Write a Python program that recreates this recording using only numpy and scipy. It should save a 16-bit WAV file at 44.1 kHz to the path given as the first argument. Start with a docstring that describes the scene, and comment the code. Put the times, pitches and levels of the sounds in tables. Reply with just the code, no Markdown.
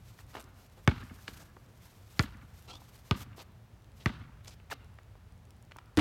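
"""Basketball on a driveway

A basketball bounces four times on asphalt between houses, then strikes the hoop.
Each bounce layers a noisy slap, a falling thump and ringing air in the ball; filtered, smeared copies
are the walls' echoes. Bursts of noise make hand taps, scuffs and grit; sliding partials squeak.
Shaped noise gives clothes rustling close by and a low rumble of far traffic and the yard's low ringing."""
import sys
import numpy as np
from scipy import signal
from scipy.fft import rfft, irfft, next_fast_len
from scipy.io import wavfile
from scipy.ndimage import uniform_filter1d

SR = 44100
rng = np.random.default_rng(int(sys.argv[2]) if len(sys.argv) > 2 else 0)


def rack_gain(trim_db):
    """Turn a fader trim in dB into the linear factor to multiply a signal by."""
    fader = np.asarray(trim_db, float)
    return 10 ** (fader / 20)


def output_pcm(signal):
    """Save a mono or channel-first signal as 16-bit PCM at the path in sys.argv[1].

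    Samples are clipped to [-1, 1] before scaling.
    """
    pcm = np.clip(np.atleast_2d(signal).T, -1, 1) * 32767
    wavfile.write(sys.argv[1], SR, np.round(pcm).astype(np.int16))


N = 264978
TIME = np.arange(N) / SR


def colour(spectrum):
    """Noise of unit power whose spectrum follows a drawn curve."""
    hz, db = np.transpose(spectrum)
    size = next_fast_len(N)
    log_hz = np.log(np.arange(1, size // 2 + 2) * SR / size)
    gain = rack_gain(np.interp(log_hz, np.log(hz), db))
    x = irfft(rfft(rng.standard_normal(size)) * gain, size)[:N]
    return x / x.std()


def band(x, low_hz, high_hz):
    """Band-pass with soft edges."""
    edges = [max(low_hz, 20), min(high_hz, SR / 2.2)]
    return signal.sosfilt(signal.butter(2, edges, "band", fs=SR, output="sos"), x)


def fade(t, t60):
    """Exponential decay that falls 60 dB in t60 seconds."""
    return np.exp(-np.log(1000) * t / t60)


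def ring(modes, t, scatter_db):
    """Decaying sines all struck at once, each blow a little different in level and pitch."""
    hz, db, t60 = np.transpose(modes)[:, :, None]
    level_chance, pitch_chance = rng.standard_normal((2, len(modes), 1))
    tones = np.sin(2 * np.pi * hz * (1 + 0.0092 * pitch_chance) * t)
    return np.sum(rack_gain(db + scatter_db * level_chance) * tones * fade(t, t60), axis=0)


def shiver(bands, t):
    """Noise that dies away band by band; each band gets the full energy of its level and decay."""
    out = 0
    for low_hz, high_hz, db, t60 in bands:
        decay = fade(t, t60)
        x = band(rng.standard_normal(len(t)) * decay, low_hz, high_hz)
        out = out + rack_gain(db) * x * np.linalg.norm(decay) / np.linalg.norm(x)
    return out


def add(out, s, x):
    """Mixes x in from time s."""
    i = int(s * SR)
    out[i:i + len(x)] += x[:len(out) - i]


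def walk(rate):
    """Smoothed random wander of spread 1, with a fresh value rate times a second."""
    k = int(SR / rate)
    x = uniform_filter1d(np.repeat(rng.standard_normal(N // k + 1), k), k)[:N]
    return x / x.std()


def grains(spread_db):
    """Noise of unit power made of uneven grains, 16 samples each."""
    loudness = np.repeat(rng.exponential(size=N // 16 + 1), 16)[:N]
    x = rng.standard_normal(N) * rack_gain(spread_db * loudness)
    return x / x.std()


def burst(peak_db, low_hz, high_hz, rise_s, t60):
    """Short noise burst through one broad resonance, set to a peak level."""
    t = TIME[:SR // 10]
    x = band(rng.standard_normal(len(t)) * fade(t, t60) * np.minimum(t / rise_s, 1), low_hz, high_hz)
    return rack_gain(peak_db) * x / np.abs(x).max()


# low rumble, far traffic plus the yard's low ringing after each bounce: t/s, gain/dB
RUMBLE_LEVEL = [(0.0, -51.5), (0.73, -58.5), (1.15, -52), (1.9, -60), (2.35, -50), (2.7, -56), (3.3, -55),
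                (4.2, -52.5), (5.06, -54), (5.43, -54.5), (6.0, -58.5)]
# spectrum of the outdoor air before it is set to unit power: f/Hz, level per Hz/dB
TOWN_SPECTRUM = [(12, -56), (20, -32), (43, -5), (101, -2), (120, -3.5), (142, -13), (228, -19), (262, -25),
                 (367, -27.5), (718, -29), (1290, -33), (2140, -37.5), (2530, -38.5), (9670, -50.5),
                 (16000, -51.5)]


def town():
    """A wavering rumble of far traffic and the yard's low ringing, under smooth hiss; one noise split."""
    air = colour(TOWN_SPECTRUM)
    low = band(air, 32, 256)
    rumble = rack_gain(np.interp(TIME, *np.transpose(RUMBLE_LEVEL))) * low * rack_gain(0.59 * walk(4.6))
    hiss = rack_gain(-52.5) * (air - low) * rack_gain(0.14 * walk(2.79))
    return rumble + hiss


# steady brushing of cloth between the strokes: t/s, gain/dB
FIDGET = [(0, -73), (.6, -78), (.95, -67.5), (1.35, -61), (1.55, -74.5), (2.1, -67), (2.35, -76),
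          (2.85, -66), (3.3, -82), (6, -98)]
# strokes of cloth, added to the steady brushing: start t/s, length t/s, gain/dB
CLOTH_STROKES = [(0.022, 0.24, -70), (0.257, 0.2, -64.5), (0.537, 0.15, -68.5), (1.807, 0.12, -67.5),
                 (1.91, 0.12, -72.5), (2.11, 0.17, -64), (2.186, 0.066, -53), (2.534, 0.14, -70),
                 (2.92, 0.11, -71), (3.043, 0.083, -67), (3.148, 0.1, -56), (3.356, 0.083, -60.5),
                 (3.941, 0.16, -68), (4.425, 0.14, -67), (4.699, 0.044, -52)]
# cloth as the microphone picks it up, with the microphone's dip near 10.4 kHz, before it is set to
# unit power: f/Hz, level per Hz/dB
CLOTH_AT_MICROPHONE = [(1200, 1.5), (2500, -0.5), (4000, -1.5), (6000, -2), (8000, -4.5), (10400, -7.5),
                       (12300, -2.5), (15200, -9.5), (16300, -17)]


def rustle():
    """Fabric brushing in short strokes, bright and slightly grainy."""
    strokes = rack_gain(np.interp(TIME, *np.transpose(FIDGET)))
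    for s, length, db in CLOTH_STROKES:
        add(strokes, s, rack_gain(db) * signal.windows.tukey(int(length * SR), .5))
    grain = rack_gain(2.4 * walk(60) + 0.74 * walk(330))
    return strokes * colour(CLOTH_AT_MICROPHONE) * grain


# hands on the ball and shoe taps: t/s, peak level/dB, middle of the resonance f/Hz
TAPS = [(0.189, -43, 1650), (.341, -41.5, 1990), (0.351, -31, 760), (0.3542, -36.5, 2080),
        (0.367, -34, 793), (0.3678, -42, 2500), (.376, -43, 1900), (.381, -43, 2000), (1.279, -27, 2000),
        (1.286, -37, 400), (1.566, -42, 630), (2.818, -45, 650), (3.38, -41.5, 740), (4.457, -44.5, 1510),
        (4.479, -35.5, 4300), (4.513, -53, 4160), (4.599, -49, 1510), (4.7, -41, 1500),
        (4.7195, -32.5, 1520), (4.986, -43, 1200), (5.153, -47, 637), (5.711, -45, 1640),
        (5.718, -37, 1710), (5.761, -40.5, 694), (5.785, -37, 1580)]


def taps():
    """Hand and shoe taps: short noise bursts in one broad resonance each."""
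    out = np.zeros(N)
    for s, db, hz in TAPS:
        add(out, s, burst(db, hz / 2.5, hz * 1.6, rise_s=0.0011, t60=0.017))
    return out


# soles dragged on asphalt: start t/s, length before stretching t/s, rub level/dB, nominal rub f/Hz,
# body level/dB (both levels before the stroke shape)
SCUFFS = [(0.329, 0.075, -59, 1860, -50), (0.767, 0.035, -70.5, 1990, -60), (1.273, 0.02, -50.5, 2600, -54),
          (1.393, 0.036, -61, 4500, -59), (2.674, 0.088, -53.5, 2600, -53),
          (3.375, 0.045, -53.5, 2270, -52), (3.999, 0.033, -57.5, 2300, -60),
          (4.47, 0.025, -52, 3600, -54.5), (4.506, 0.032, -58.5, 3000, -67),
          (4.699, 0.035, -47.5, 2620, -52.5), (4.709, 0.023, -46, 1600, -52)]


def scuffs():
    """Rubber catching on grit: uneven grains bite fast and trail off over the dull body of the shoe."""
    out = np.zeros(N)
    friction = grains(1.8) * rack_gain(2.45 * walk(130))
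    stretch, width = 1.36, 1.37  # stroke over listed length, rub bandwidth over nominal frequency
    for s, length, db, hz, body_db in SCUFFS:
        i, n = int(s * SR), int(stretch * length * SR)
        rub = band(friction[i:i + n], hz * (1 - width / 3), hz * (1 + 2 * width / 3))
        body = band(friction[i:i + n], 295, 1320)
        stroke = np.sin(np.pi * np.linspace(0, 1, n) ** 0.64) ** 0.95
        mixed = rack_gain(db) * rub / rub.std() + rack_gain(body_db) * body / body.std()
        add(out, s, mixed * stroke)
    return out


# grit cracking under soles: t/s, peak level/dB
GRIT_CRACKS = [(0.3978, -37), (0.404, -39), (0.4118, -42), (0.4257, -44.5), (0.4414, -46), (1.2243, -47),
               (2.1642, -48), (2.2257, -34), (2.6242, -46), (4.4472, -44), (5.5065, -46.5), (5.6257, -48),
               (5.7677, -41.5)]


def grit():
    """Grit cracks as ticks far shorter and brighter than the taps, with faint ones scattered between."""
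    out = np.zeros(N)
    chance = rng.random((int(9.8 * N / SR), 2))  # 9.8 faint ticks a second
    faint = np.c_[chance[:, 0] * N / SR, -51.5 - 8.0 * chance[:, 1]]
    hz = 4540
    for s, db in [*GRIT_CRACKS, *faint]:
        add(out, s, burst(db, hz / 2.5, hz * 2.4, rise_s=0.00025235, t60=0.0039))
    return out


# yard tail before lumps and send level: low f/Hz, high f/Hz, level/dB, t60 t/s
YARD_BANDS = [(61, 137, -32.5, 0.96), (171, 356, -37, 0.45), (340, 860, -46, 0.25), (785, 1840, -43, 1),
              (1160, 1550, -42.5, 0.78), (1740, 2870, -47, 0.8), (2430, 4400, -39, 0.44),
              (4500, 9100, -53.5, 0.25), (8000, 16000, -57, 0.26)]


def yard():
    """Answer of the yard to a click: scattered, lumpy reflections in bands that decay separately."""
    t = TIME[:SR]
    lumps = rack_gain(2.1 * walk(70)[:SR] + 1.6 * walk(260)[:SR])
    return shiver(YARD_BANDS, t) * (1 - np.exp(-t / 0.008)) * lumps


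# skin of the ball shivering, before the slap level: low f/Hz, high f/Hz, level/dB, t60 t/s
SKIN = [(250, 670, -23.5, 0.095), (780, 1350, -11.5, 0.023), (1276, 2330, -8, 0.025),
        (2300, 5200, -15, 0.0085), (4000, 6900, -16, 0.009), (6550, 10700, -24.5, 0.0025),
        (10500, 13600, -28.5, 0.0076)]
# air ringing inside the ball, before the slap level and scatter: f/Hz, level/dB, t60 t/s
BALL_AIR = [(953, -40, 0.33), (1200, -42, 0.33), (1400, -44, 0.34), (1496, -19.5, 0.055),
            (1974, -21.5, 0.029), (2670, -46, 0.27), (3420, -22.5, 0.032)]


def slap(t, slap_hz, flat_hz):
    """Air squeezed out at first contact cracks, the skin shivers and the air in the ball rings."""
    # one sharp cycle and a half
    crack = np.cos(2 * np.pi * slap_hz * (t - 1 / slap_hz)) * np.exp(-(2.0 * (slap_hz * t - 1)) ** 2)
    skin = shiver(SKIN, t) * np.minimum(t / 0.00035, 1)
    flattened_note = (flat_hz, -12, .04)  # f/Hz, level/dB, t60 t/s
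    return 1.47 * crack + skin + ring([flattened_note, *BALL_AIR], t, scatter_db=1.5)


def thump(t):
    """The flattened ball pumps air at a falling pitch as it springs back; peak 1."""
    start_hz, end_hz, glide_s = 235, 45, .010
    rise_s, length_s, start_turn = .004, .017, .66
    turns = end_hz * t + (start_hz - end_hz) * glide_s * (1 - np.exp(-t / glide_s))
    swell = (1 - np.exp(-(t / rise_s) ** 2)) * np.exp(-(t / length_s) ** 2)
    swell += .03 * fade(t, 0.55) * (t > length_s)  # weak after-hum
    x = swell * np.cos(2 * np.pi * (turns - start_turn))
    return x / np.abs(x).max()


def echo(x, smear, low_hz, high_hz, boom_db):
    """A rough wall scatters and dulls the slap; its hollows boom for a moment on the thump."""
    t = TIME[:int(4 * smear * SR)]
    scatter = rng.standard_normal(len(t)) * np.exp(-t / smear)
    back = band(signal.fftconvolve(x, scatter)[:len(x)], low_hz, high_hz)
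    # the scattered part takes the energy of the slap range
    bright = back * np.linalg.norm(band(x, 580, 4500)) / np.linalg.norm(back)
    boom = band(band(x, 185, 310), 185, 310)
    return bright + rack_gain(boom_db) * boom


# ball on the ground: t/s, slap level/dB, thump level/dB, slap centre f/Hz, flattened ball's lowest note f/Hz
BOUNCES = [(0.8759, -11.5, -12, 2300, 833), (2.1935, -11.5, -17.5, 3440, 1104),
           (3.1106, -16, -18.5, 3000, 1210), (4.059, -16.5, -19, 1990, 1124)]
# what each bounce gets back where it lands: nearest wall delay t/s, wall level/dB, yard tail gain/dB
RETURNS = [(0.037, -19, -10), (0.040, -19.5, -13.5), (.038, -20.5, -13), (0.0335, -16.5, -10.5)]
# houses further off: delay t/s, level for a -10 dB thump/dB, smear time constant t/s,
# low f/Hz, high f/Hz, boom level/dB
HOUSES = [(.150, -28.5, 0.0035, 750, 2100, 10.5), (.219, -31.5, 0.0056, 1570, 3100, -7),
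          (.230, -30.5, .005, 650, 1400, 11), (.31, -37, 0.0046, 905, 1800, -10)]
# dull knock of the carcass, before the thump level: low f/Hz, high f/Hz, level/dB, t60 t/s
CARCASS = [(214, 395, -11.5, 0.058)]


def bounces():
    """Slap, thump and carcass knock of each bounce, sent back by legs, walls, houses and yard."""
    out, t = np.zeros(N), TIME[:SR // 2]
    hard_db, far_per_db = -10, 0.7  # softer thumps lose far echoes faster: extra dB per dB
    for (s, slap_db, thump_db, slap_hz, flat_hz), (wall_s, wall_db, tail_db) in zip(BOUNCES, RETURNS):
        contact = rack_gain(slap_db) * slap(t, slap_hz, flat_hz)
        hit = contact + rack_gain(thump_db) * (thump(t) + shiver(CARCASS, t))
        add(out, s, hit)
        add(out, s, rack_gain(tail_db) * yard())
        add(out, s + .011, rack_gain(-15) * echo(contact, 0.0032, 460, 3200, 0))  # the player's legs and body
        add(out, s + wall_s, rack_gain(wall_db) * echo(hit, 0.0031, 700, 3700, 9))
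        for delay, db, *wall_kind in HOUSES:
            far_db = db + far_per_db * (thump_db - hard_db)
            add(out, s + delay, rack_gain(far_db) * echo(hit, *wall_kind))
    return out


# rough tones while rubber or a palm grips: start t/s, length t/s, level per partial before wander/dB,
# first f/Hz, last f/Hz, number of partials
SQUEAKS = [(2.679, 0.048, -62, 1340, 1365, 3), (2.701, .084, -58.5, 3120, 3660, 1),
           (4.712, .02, -42, 1090, 670, 1), (4.71, .02, -43, 2100, 1350, 1)]


def squeaks():
    """Sliding partials whose strength and phase wander fast, each on its own."""
    out = np.zeros(N)
    k = int(SR / 210)  # smoothing of the wander, 1/210 s
    for s, length, db, first_hz, last_hz, partials in SQUEAKS:
        n = int(length * SR)
        order = np.arange(1, round(partials) + 1)[:, None]
        wander = uniform_filter1d(rng.standard_normal((2, len(order), n)), k, axis=2) * np.sqrt(k)
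        turns = np.cumsum(np.geomspace(first_hz, last_hz, n)) / SR
        tones = np.real((0.9 + wander[0] + 1j * wander[1]) * np.exp(2j * np.pi * order * turns))
        add(out, s, rack_gain(db) * signal.windows.tukey(n, .3) * tones.sum(axis=0))
    return out


# ball on the hoop: t/s, gain/dB
HOOP_BLOWS = [(5.9724, -15), (5.975, -17), (5.98, -24.5), (5.989, -26)]
# steel ring, before blow gain and scatter: f/Hz, level/dB, t60 t/s
STEEL_RING = [(1150, -34, 0.0093), (1760, -22, 0.013), (3600, -3.5, 0.0022), (4900, -3, 0.0012),
              (7900, -12, 0.0017)]
# backboard, before scatter and soft onset: f/Hz, level/dB, t60 t/s
BACKBOARD = [(96.6, -17.5, 0.084), (216, -19.5, 0.094), (305, -15, 0.29), (435, -27, 0.14),
             (617, -26.5, 0.053)]


def hoop():
    """The ball knocks the ring a few times; the board swings up behind it and loose parts rattle."""
    out, t = np.zeros(N), TIME[:SR // 20]
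    for s, db in HOOP_BLOWS:
        add(out, s, rack_gain(db) * ring(STEEL_RING, t, scatter_db=3.0))
    board = ring(BACKBOARD, t, scatter_db=1.2) * (1 - np.exp(-t / 0.0017))
    add(out, 5.9742, board)
    loose = grains(3.1) * (TIME > HOOP_BLOWS[0][0])  # rattles on to the end
    return out + rack_gain(-21.5) * band(loose, 250, 2200) + rack_gain(-46) * band(loose, 1400, 7900)


def scene():
    """Everything in the open, with the yard answering the knocks."""
    knocks = taps() + scuffs() + grit() + hoop()
    answer = rack_gain(-17.5) * signal.fftconvolve(knocks, yard())[:N]
    mix = town() + rustle() + knocks + answer + bounces() + squeaks()
    return mix[None]


def band_limit(x):
    """A steep low-pass at the top of the band."""
    return signal.sosfilt(signal.butter(12, 16450, fs=SR, output="sos"), x)


def record(dry):
    """A phone microphone that drops the deepest bass, below 40 Hz."""
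    mix = signal.sosfilt(signal.butter(2, 40, "high", fs=SR, output="sos"), dry)
    return band_limit(mix)


dry = scene()
out = record(dry)
output_pcm(out)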